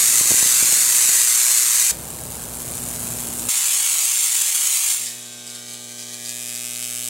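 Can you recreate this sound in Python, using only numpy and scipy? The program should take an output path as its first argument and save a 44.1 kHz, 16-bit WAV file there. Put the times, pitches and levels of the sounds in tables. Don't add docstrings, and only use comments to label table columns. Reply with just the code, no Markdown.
import sys
import numpy as np
from scipy import signal
from scipy.fft import rfft, irfft
from scipy.io import wavfile
from scipy.ndimage import uniform_filter1d

SR = 44100
rng = np.random.default_rng(int(sys.argv[2]) if len(sys.argv) > 2 else 0)


def digitize_waveform(pressure):
    field = np.atleast_2d(pressure).T
    bounded = np.clip(field, -1, 1)
    quanta = np.round(bounded * 32767).astype(np.int16)
    wavfile.write(sys.argv[1], SR, quanta)


N = 312669
TIME = np.arange(N) / SR
MAINS_HZ = 60
PULSE_HZ = 2 * MAINS_HZ
HALF_CYCLES = np.arange(-1, int(N / SR * PULSE_HZ) + 1)
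# start_s, end_s
LONG_GAP_ON, CORONA_ON = (-.1, 1.913), (1.913, 3.488)
SHORT_GAP_ON, FLAME_ON = (3.488, 5.4), (4.99, 7.2)

# pitch_hz, relative_db
LONG_GAP_TONE = [(120, -50), (400, -28.5), (700, -21), (1150, -13.5), (2000, -12.5), (3400, -12.5),
                 (4200, -8), (5600, -10), (6000, -4), (6500, -1), (8000, 0.5), (10000, -4), (12500, -7.5),
                 (15500, -16.5)]
ROOM_NOISE_TONE = [(20, -28), (70, -7), (160, 0.5), (400, 0.5), (1000, -7), (4000, -19.5), (15000, -53)]
CORONA_TONE = [(300, -29), (1500, -14.5), (3000, -15), (5500, -15), (6600, -7), (7800, -2), (9500, -2.5),
               (12000, -6.5), (15500, -14)]
RUMBLE_TONE = [(20, -26), (42, -10), (60, -3.5), (150, 0.5), (220, -5.5), (400, -6.5), (800, -9),
               (1300, -16.5), (2000, -26), (4000, -20.5)]
SHORT_GAP_TONE = [(150, -44), (500, -23.5), (800, -21), (1600, -16.5), (2100, -10.5), (2900, -7),
                  (4200, -8), (5900, -7.5), (6450, 0.5), (7600, 1), (9300, 0), (11500, -4.5), (13000, -9.5),
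                  (15500, -11)]
BUZZ_TONE = [(200, -45), (550, -10.5), (780, 2), (1050, 4), (1400, 3), (2200, -24), (6000, -38)]
SHORT_FLAME_TONE = [(300, -30), (1000, -16.5), (1700, -7), (2100, -11), (3700, -3.5), (4500, -6.5),
                    (5600, -7), (6500, -3), (8000, -5), (10000, -7), (12000, -12), (15500, -23)]
LONG_FLAME_TONE = [(300, -19), (1050, -29), (1700, -17), (2700, -5), (4400, -16.5), (5500, -8), (6200, -10),
                   (8000, 1), (10000, -2.5), (12000, -5), (15500, -13.5)]
FLAME_CRACKLE_TONE = [(1000, -42), (4000, -4.5), (8000, 9), (11000, -12), (15500, -10)]

# multiple_of_120_hz, low_voltage_db, full_voltage_adds_db, long_gap_db, short_gap_db
IDLE_HUM = [(1, -50.5, 5, -50.5, -61), (2, -52.5, 10.5, -59, -63)]
# multiple_of_120_hz, relative_db
LOADED_HUM = [(0.5, -21), (1, -1.5), (1.5, -15), (2, 2.5), (2.5, -17), (3, -5.5), (3.5, -8), (4, -6),
              (4.5, -20.5), (5, -4), (5.5, -15.5), (6, -9), (6.5, -19), (7, -14), (7.5, -24), (8, -23)]
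# time_s, level_db
ROOM_NOISE_LEVEL = [(0, -44), (.8, -45.5), (1.3, -51), (3.5, -56.5), (4.2, -59), (7.09, -63.5)]
# start_s, relative_db
POPS = [(0.211, -16.5), (0.2587, -23), (0.309, -15), (0.3181, -10), (0.3427, -17), (0.4273, -15.5),
        (0.461, -22), (0.6266, -14.5), (0.646, -23), (0.692, -24), (0.7278, -21.5), (1.091, -23.5)]
# start_s, relative_db
STRAY_SPARKS = [(3.0716, -18), (3.105, -27), (3.205, -29), (3.2715, -19), (3.2869, -22), (3.488, -9)]
# time_s, length (0 short and sputtering, 1 long with one sharp snap)
FLAME_LENGTH = [(5.4, 0.025), (6.15, 0.18), (6.35, 0.49), (7.09, 0.69)]
# start_s, relative_db, pitch_hz, length_s
SPITS = [(5.052, -28.5, 4960, 0.056), (5.466, -36, 5050, 0.03), (5.497, -35, 4240, 0.03),
         (5.545, -34, 4250, 0.03), (5.582, -39, 4260, 0.026), (5.682, -35, 4910, 0.044),
         (5.734, -32, 4230, 0.018), (5.985, -35, 5210, 0.065), (6.084, -39, 4700, 0.033),
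         (6.128, -30, 4330, 0.03), (6.248, -30.5, 5040, 0.03), (6.285, -30, 4640, 0.035),
         (6.482, -36, 5000, 0.028), (6.55, -31, 5000, 0.03), (6.752, -33, 4800, 0.022),
         (6.825, -31, 4770, 0.025), (7.036, -36, 4600, 0.023)]

# pitch_hz, fade_s
ECHO_FADE = [(200, 0.33), (2000, 0.46), (8000, 0.11), (16000, 0.037)]
# pitch_hz, gain_db
ECHO_TONE = [(1000, 0), (8000, 0.5), (11000, -6.5), (16000, 0)]
# pitch_hz, gain_db
SPARK_WIDTH = [(80, -28), (250, -8), (550, -4.5), (1000, -6.5), (2000, -27), (4000, -19.5), (5700, -16),
               (8000, -17.5), (10500, -28), (15000, -78)]
CORONA_WIDTH = [(80, -50), (450, -17), (900, -10.5), (1600, -9.5), (2300, -31), (4000, -45), (5500, -13),
                (8000, -14), (10500, -38)]
FLAME_WIDTH = [(170, -43), (400, -47), (900, -32), (1300, -38), (2700, -39), (4300, -17), (5300, -11.5),
               (8000, -15), (11000, -26), (15000, -28)]


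def amp(db):
    return 10 ** (np.asarray(db) / 20)


def unit(x):
    return x / np.sqrt(np.mean(x ** 2) + 1e-20)


def curve(rows, t=TIME):
    return np.interp(t, *np.transpose(rows))


def spectrum(points, hz):
    pitches, values = np.transpose(points)
    return np.interp(np.log(hz + 1), np.log(pitches), values)


def during(span):
    return (TIME >= span[0]) * (TIME < span[1])


def since(start_s):
    return np.maximum(TIME - start_s, 0)


def drift(per_s, count=12):
    rates, phases = per_s * rng.uniform(.3, 1.5, count), rng.random(count)
    t = TIME[::64]
    waves = np.sin(2 * np.pi * (rates * t[:, None] + phases))
    return np.interp(TIME, t, unit(waves.sum(1)))


def colour(x, tone, size=4096):
    log_gain = np.log(amp(spectrum(tone, abs(np.fft.fftfreq(size, 1 / SR)))))
    taps = np.fft.ifft(np.exp(np.conj(signal.hilbert(log_gain)))).real
    return unit(signal.oaconvolve(x, taps[:size // 2])[:N])


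def clicks(half_cycles, sizes, reach=8):
    at = np.ravel(half_cycles) * SR / PULSE_HZ
    index = np.floor(at).astype(int)[:, None] + np.arange(1 - reach, reach + 1)
    offset = index - at[:, None]
    shape = np.ravel(sizes)[:, None] * np.sinc(offset) * np.sinc(offset / reach)
    inside = (index >= 0) & (index < N)
    return np.bincount(index[inside], shape[inside], N)


def echoes(x, size=16000, spacing=8):
    taps = np.zeros(size)
    at = np.arange(3 * spacing, size - spacing, spacing)
    taps[at + rng.integers(0, spacing, len(at))] = rng.choice([-1., 1.], len(at))
    hz, t, bands = signal.stft(taps, SR, nperseg=256)
    nearby = 1 + 4.8 * np.exp(-t / 0.0041)
    fade = amp(-60 * t / spectrum(ECHO_FADE, hz)[:, None])
    tail = rfft(signal.istft(bands * nearby * fade, SR, nperseg=256)[1][:size])
    tail /= np.sqrt(uniform_filter1d(abs(tail) ** 2, size=70))
    tail *= amp(spectrum(ECHO_TONE, np.fft.rfftfreq(size, 1 / SR)))
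    return signal.oaconvolve(x, irfft(tail)[:size // 2])[:N]


def in_room(x, echo_db, moves_per_s, patterns=4):
    turn = TIME * moves_per_s
    away = abs((turn - np.arange(patterns)[:, None] + patterns / 2) % patterns - patterns / 2)
    blends = np.cos(np.pi / 2 * np.minimum(away, 1))
    reflected = sum(echoes(x * amp(echo_db) * blend) for blend in blends)
    return (x + reflected) / np.sqrt(1 + amp(echo_db) ** 2)


def widen(mid, width, size=327680):
    gain = amp(spectrum(width, np.fft.rfftfreq(size, 1 / SR)))
    side = irfft(rfft(echoes(mid), size) * gain)[:N]
    return np.array([mid + side, mid - side])


def voltage(middle_s=2.64, ease_s=0.12):
    return .5 + .5 * np.tanh((TIME - middle_s) / (2 * ease_s))


def spark_train(sparks, start, busy, bunching, jitter, wander, spread_db, flutter_db, crooked):
    waits, sizes = rng.standard_normal((2, len(HALF_CYCLES), 32))
    late, pace, strength = rng.standard_normal((3, len(HALF_CYCLES), 1))
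    waits = np.exp(jitter * waits + .1 * pace)
    charge = (np.cumsum(waits, 1) - waits[:, :1]) / sparks
    bunched = np.arccos(1 - 2 * np.minimum(charge, 1)) / np.pi
    phase = start + wander * late + busy * (bunching * bunched + (1 - bunching) * charge)
    fired = charge < 1
    at = (HALF_CYCLES[:, None] + phase)[fired]
    loudness = amp(spread_db * sizes + flutter_db * strength)[fired]
    lags = rng.uniform(0.0052, 0.0494, (3, *fired.shape))[:, fired]
    bends = rng.standard_normal((3, *fired.shape))[:, fired]
    return clicks(at, loudness) + clicks(at + lags, crooked * bends * loudness)


def long_gap(start_db=-13.5, sag_db_per_s=1.0, surge_db=0.4):
    train = spark_train(sparks=13.5, start=.555, busy=.88, bunching=0.445, jitter=.2,
                        wander=0.01397, spread_db=2.0, flutter_db=0.94, crooked=0.38)
    level_db = start_db - sag_db_per_s * TIME + surge_db * drift(per_s=5.4)
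    cracks = colour(train, LONG_GAP_TONE) * amp(level_db) * during(LONG_GAP_ON)
    return in_room(cracks, echo_db=-6.5, moves_per_s=8.99, patterns=7)


def core_hum(tones):
    return unit(sum(amp(db) * np.sin(2 * np.pi * (multiple * PULSE_HZ * TIME + rng.random()))
                    for multiple, db in tones))


def transformer(sag_db_per_s=8, load_s=4.93, attack_s=0.08, loaded_db=-45, creep_db=5, creep_s=0.59):
    long_on, short_on = (during(span) * amp(-sag_db_per_s * since(span[0]))
                         for span in (LONG_GAP_ON, SHORT_GAP_ON))
    idle = np.zeros(N)
    for multiple, low_db, rise_db, long_db, short_db in IDLE_HUM:
        under_corona = amp(low_db + rise_db * voltage()) * during(CORONA_ON)
        under_sparks = amp(long_db) * long_on + amp(short_db) * short_on
        idle += (under_corona + under_sparks) * core_hum([(multiple, 0)])
    fade_in = np.minimum(since(load_s) / attack_s, 1)
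    level = amp(loaded_db - creep_db * np.exp(-since(load_s) / creep_s))
    return idle + core_hum(LOADED_HUM) * fade_in * level


def room_noise():
    return amp(curve(ROOM_NOISE_LEVEL)) * colour(rng.standard_normal(N), ROOM_NOISE_TONE)


def microphone_pops(gain_db=4, push_s=0.00076, cutoff_hz=750):
    pops = np.zeros(N)
    for start_s, db in POPS:
        age = since(start_s) / push_s
        pops += amp(db + gain_db) * (TIME >= start_s) * (1 - age) * np.exp(-age)
    return signal.lfilter(*signal.butter(2, cutoff_hz, fs=SR), pops)


def corona(streamers_per_s=7000, lopsided_db=0.9, flicker_db=0.9, hiss_db=-32.5, rumble_db=-36):
    turns = TIME * PULSE_HZ
    half = turns.astype(int)
    from_peak = abs(turns % 1 - .5)
    glow_share = 0.52 + 0.15 * voltage()
    glow = 1 / (1 + np.exp((from_peak - glow_share / 2) / 0.082))
    flicker = rng.standard_normal(half[-1] + 1)[half]
    strength = amp(lopsided_db * (-1) ** half - flicker_db * flicker)
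    streamers = rng.standard_normal(N) * (rng.random(N) < streamers_per_s / SR)
    hiss = colour(streamers * glow * strength, CORONA_TONE) * amp(hiss_db + 4.5 * voltage())
    push = amp(-9) * np.sin(np.pi * turns)
    air = colour(rng.standard_normal(N) * (4.0 + glow), RUMBLE_TONE)
    rumble = (air + push) * amp(rumble_db + 0.5 * voltage())
    on = during(CORONA_ON)
    return in_room(hiss * on, echo_db=-5, moves_per_s=6.04) + rumble * on


def corona_crackle(level_db=-41, scatter=0.12, spread_db=10.0):
    late, size = rng.standard_normal((2, len(HALF_CYCLES)))
    snaps = clicks(HALF_CYCLES + 0.5 + scatter * late, amp(spread_db * np.minimum(size, 2)))
    crackle = colour(snaps, SHORT_GAP_TONE) * amp(level_db) * voltage() * during(CORONA_ON)
    return in_room(crackle, echo_db=-7, moves_per_s=3)


def stray_sparks(gain_db=7):
    start_s, db = np.transpose(STRAY_SPARKS)
    cracks = colour(clicks(start_s * PULSE_HZ, amp(db)), SHORT_GAP_TONE)
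    cracks *= amp(db.max() + gain_db) / abs(cracks).max()
    return cracks + amp(-2) * echoes(cracks)


def short_gap(level_db=-18, merge_s=4.923, merge_db_per_s=76, buzz_db=-43.5, buzz_fade_db_per_s=4.5):
    train = spark_train(sparks=12.5, start=0.163, busy=0.99, bunching=0.272, jitter=.45,
                        wander=.08, spread_db=2.0, flutter_db=-0.6, crooked=0.35)
    firing = during(SHORT_GAP_ON) * amp(-merge_db_per_s * since(merge_s))
    cracks = colour(train, SHORT_GAP_TONE) * amp(level_db)
    late, size = rng.standard_normal((2, len(HALF_CYCLES)))
    direction = (-1.) ** HALF_CYCLES
    strokes = clicks(HALF_CYCLES + 0.606 + 0.0098 * late, direction * amp(2.4 * size))
    buzz = colour(strokes, BUZZ_TONE) * amp(buzz_db - buzz_fade_db_per_s * since(SHORT_GAP_ON[0]))
    return in_room(cracks * firing, echo_db=-3.0, moves_per_s=12, patterns=9) + buzz * firing


def flame_swish(x, lag_s=0.000408, sway=0.28, share=0.12):
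    delays = [lag_s * np.exp(sway * drift(per_s=3.8)) for _ in range(2)]
    legs = sum(np.interp(TIME - delay, TIME, x) for delay in delays)
    return unit(x + share * legs)


def flame(short_db=-37.5, stretch_db=18, flare_db=-11.5, sputter_db=-8, crackle_db=-11):
    length = curve(FLAME_LENGTH, HALF_CYCLES / PULSE_HZ)
    late, size, second_late, second_size, sharpness = rng.standard_normal((5, len(HALF_CYCLES)))
    unrest = 1 - 0.57 * length
    relight_at = HALF_CYCLES + .193 + 0.0031 * unrest * late
    snaps = clicks(relight_at, amp(0.92 * unrest * size))
    second_at = HALF_CYCLES + .87 + 0.0651 * length + 0.0074 * second_late
    snaps += clicks(second_at, amp(-2.5 - 10.5 * length + second_size))
    abrupt = clicks(relight_at, amp(5 * unrest * np.minimum(sharpness, 2)))
    crackle = amp(crackle_db) * colour(abrupt, FLAME_CRACKLE_TONE)
    fizz = unit(rng.standard_normal(N) * (1.0 + np.cos(2 * np.pi * (TIME * PULSE_HZ - .4))))
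    short_flame = colour(unit(snaps) + amp(sputter_db) * fizz, SHORT_FLAME_TONE)
    long_flame = colour(snaps, LONG_FLAME_TONE)
    stretch = curve(FLAME_LENGTH)
    arc = flame_swish((1 - stretch) * short_flame + stretch * long_flame + crackle)
    flares = sum(amp(db) * (TIME >= start_s) * np.exp(-(since(start_s) / length_s) ** 2)
                 for start_s, db, _, length_s in SPITS)
    level = amp(short_db + stretch_db * stretch) + amp(flare_db) * flares
    return in_room(arc * level * during(FLAME_ON), echo_db=1.0 - 13.6 * stretch, moves_per_s=3.007)


def flame_spits(gain_db=-8, upper_hz=8200, upper_db=5, size=6000):
    spits = np.zeros(N + size)
    age = np.arange(size) / SR
    for start_s, db, pitch_hz, length_s in SPITS:
        since_relight = ((start_s + age) * PULSE_HZ - .19) % 1
        fizz = rng.standard_normal(size) * (0.087 + np.exp(-since_relight / 0.074))
        bands_hz = [pitch_hz - 400, pitch_hz + 400], [upper_hz - 1800, upper_hz + 1800]
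        low, high = (unit(signal.lfilter(*signal.butter(1, band, "band", fs=SR), fizz))
                     for band in bands_hz)
        level = amp(db + gain_db) * np.exp(-(age / length_s) ** 2)
        spits[round(start_s * SR):][:size] += level * (low + amp(upper_db) * high)
    bright = signal.lfilter(*signal.butter(2, [3600, 11500], "band", fs=SR), spits[:N])
    return bright + amp(-13) * echoes(bright)


def scene():
    air = room_noise()
    sparks = widen(long_gap() + stray_sparks() + short_gap(), SPARK_WIDTH)
    glow = widen(corona() + corona_crackle(), CORONA_WIDTH)
    flame_and_hum = widen(flame() + flame_spits() + transformer(), FLAME_WIDTH)
    return sparks + glow + flame_and_hum + microphone_pops() + widen(air, SPARK_WIDTH)


def record(dry):
    ceiling, cutoff_hz = .55, 15850
    rounded = dry / (1 + (dry / ceiling) ** 6) ** (1 / 6)
    treble_cut = signal.firwin(511, cutoff_hz, window=("kaiser", 9), fs=SR)
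    return signal.oaconvolve(rounded, treble_cut[None], "same")


dry = scene()
out = record(dry)
digitize_waveform(out)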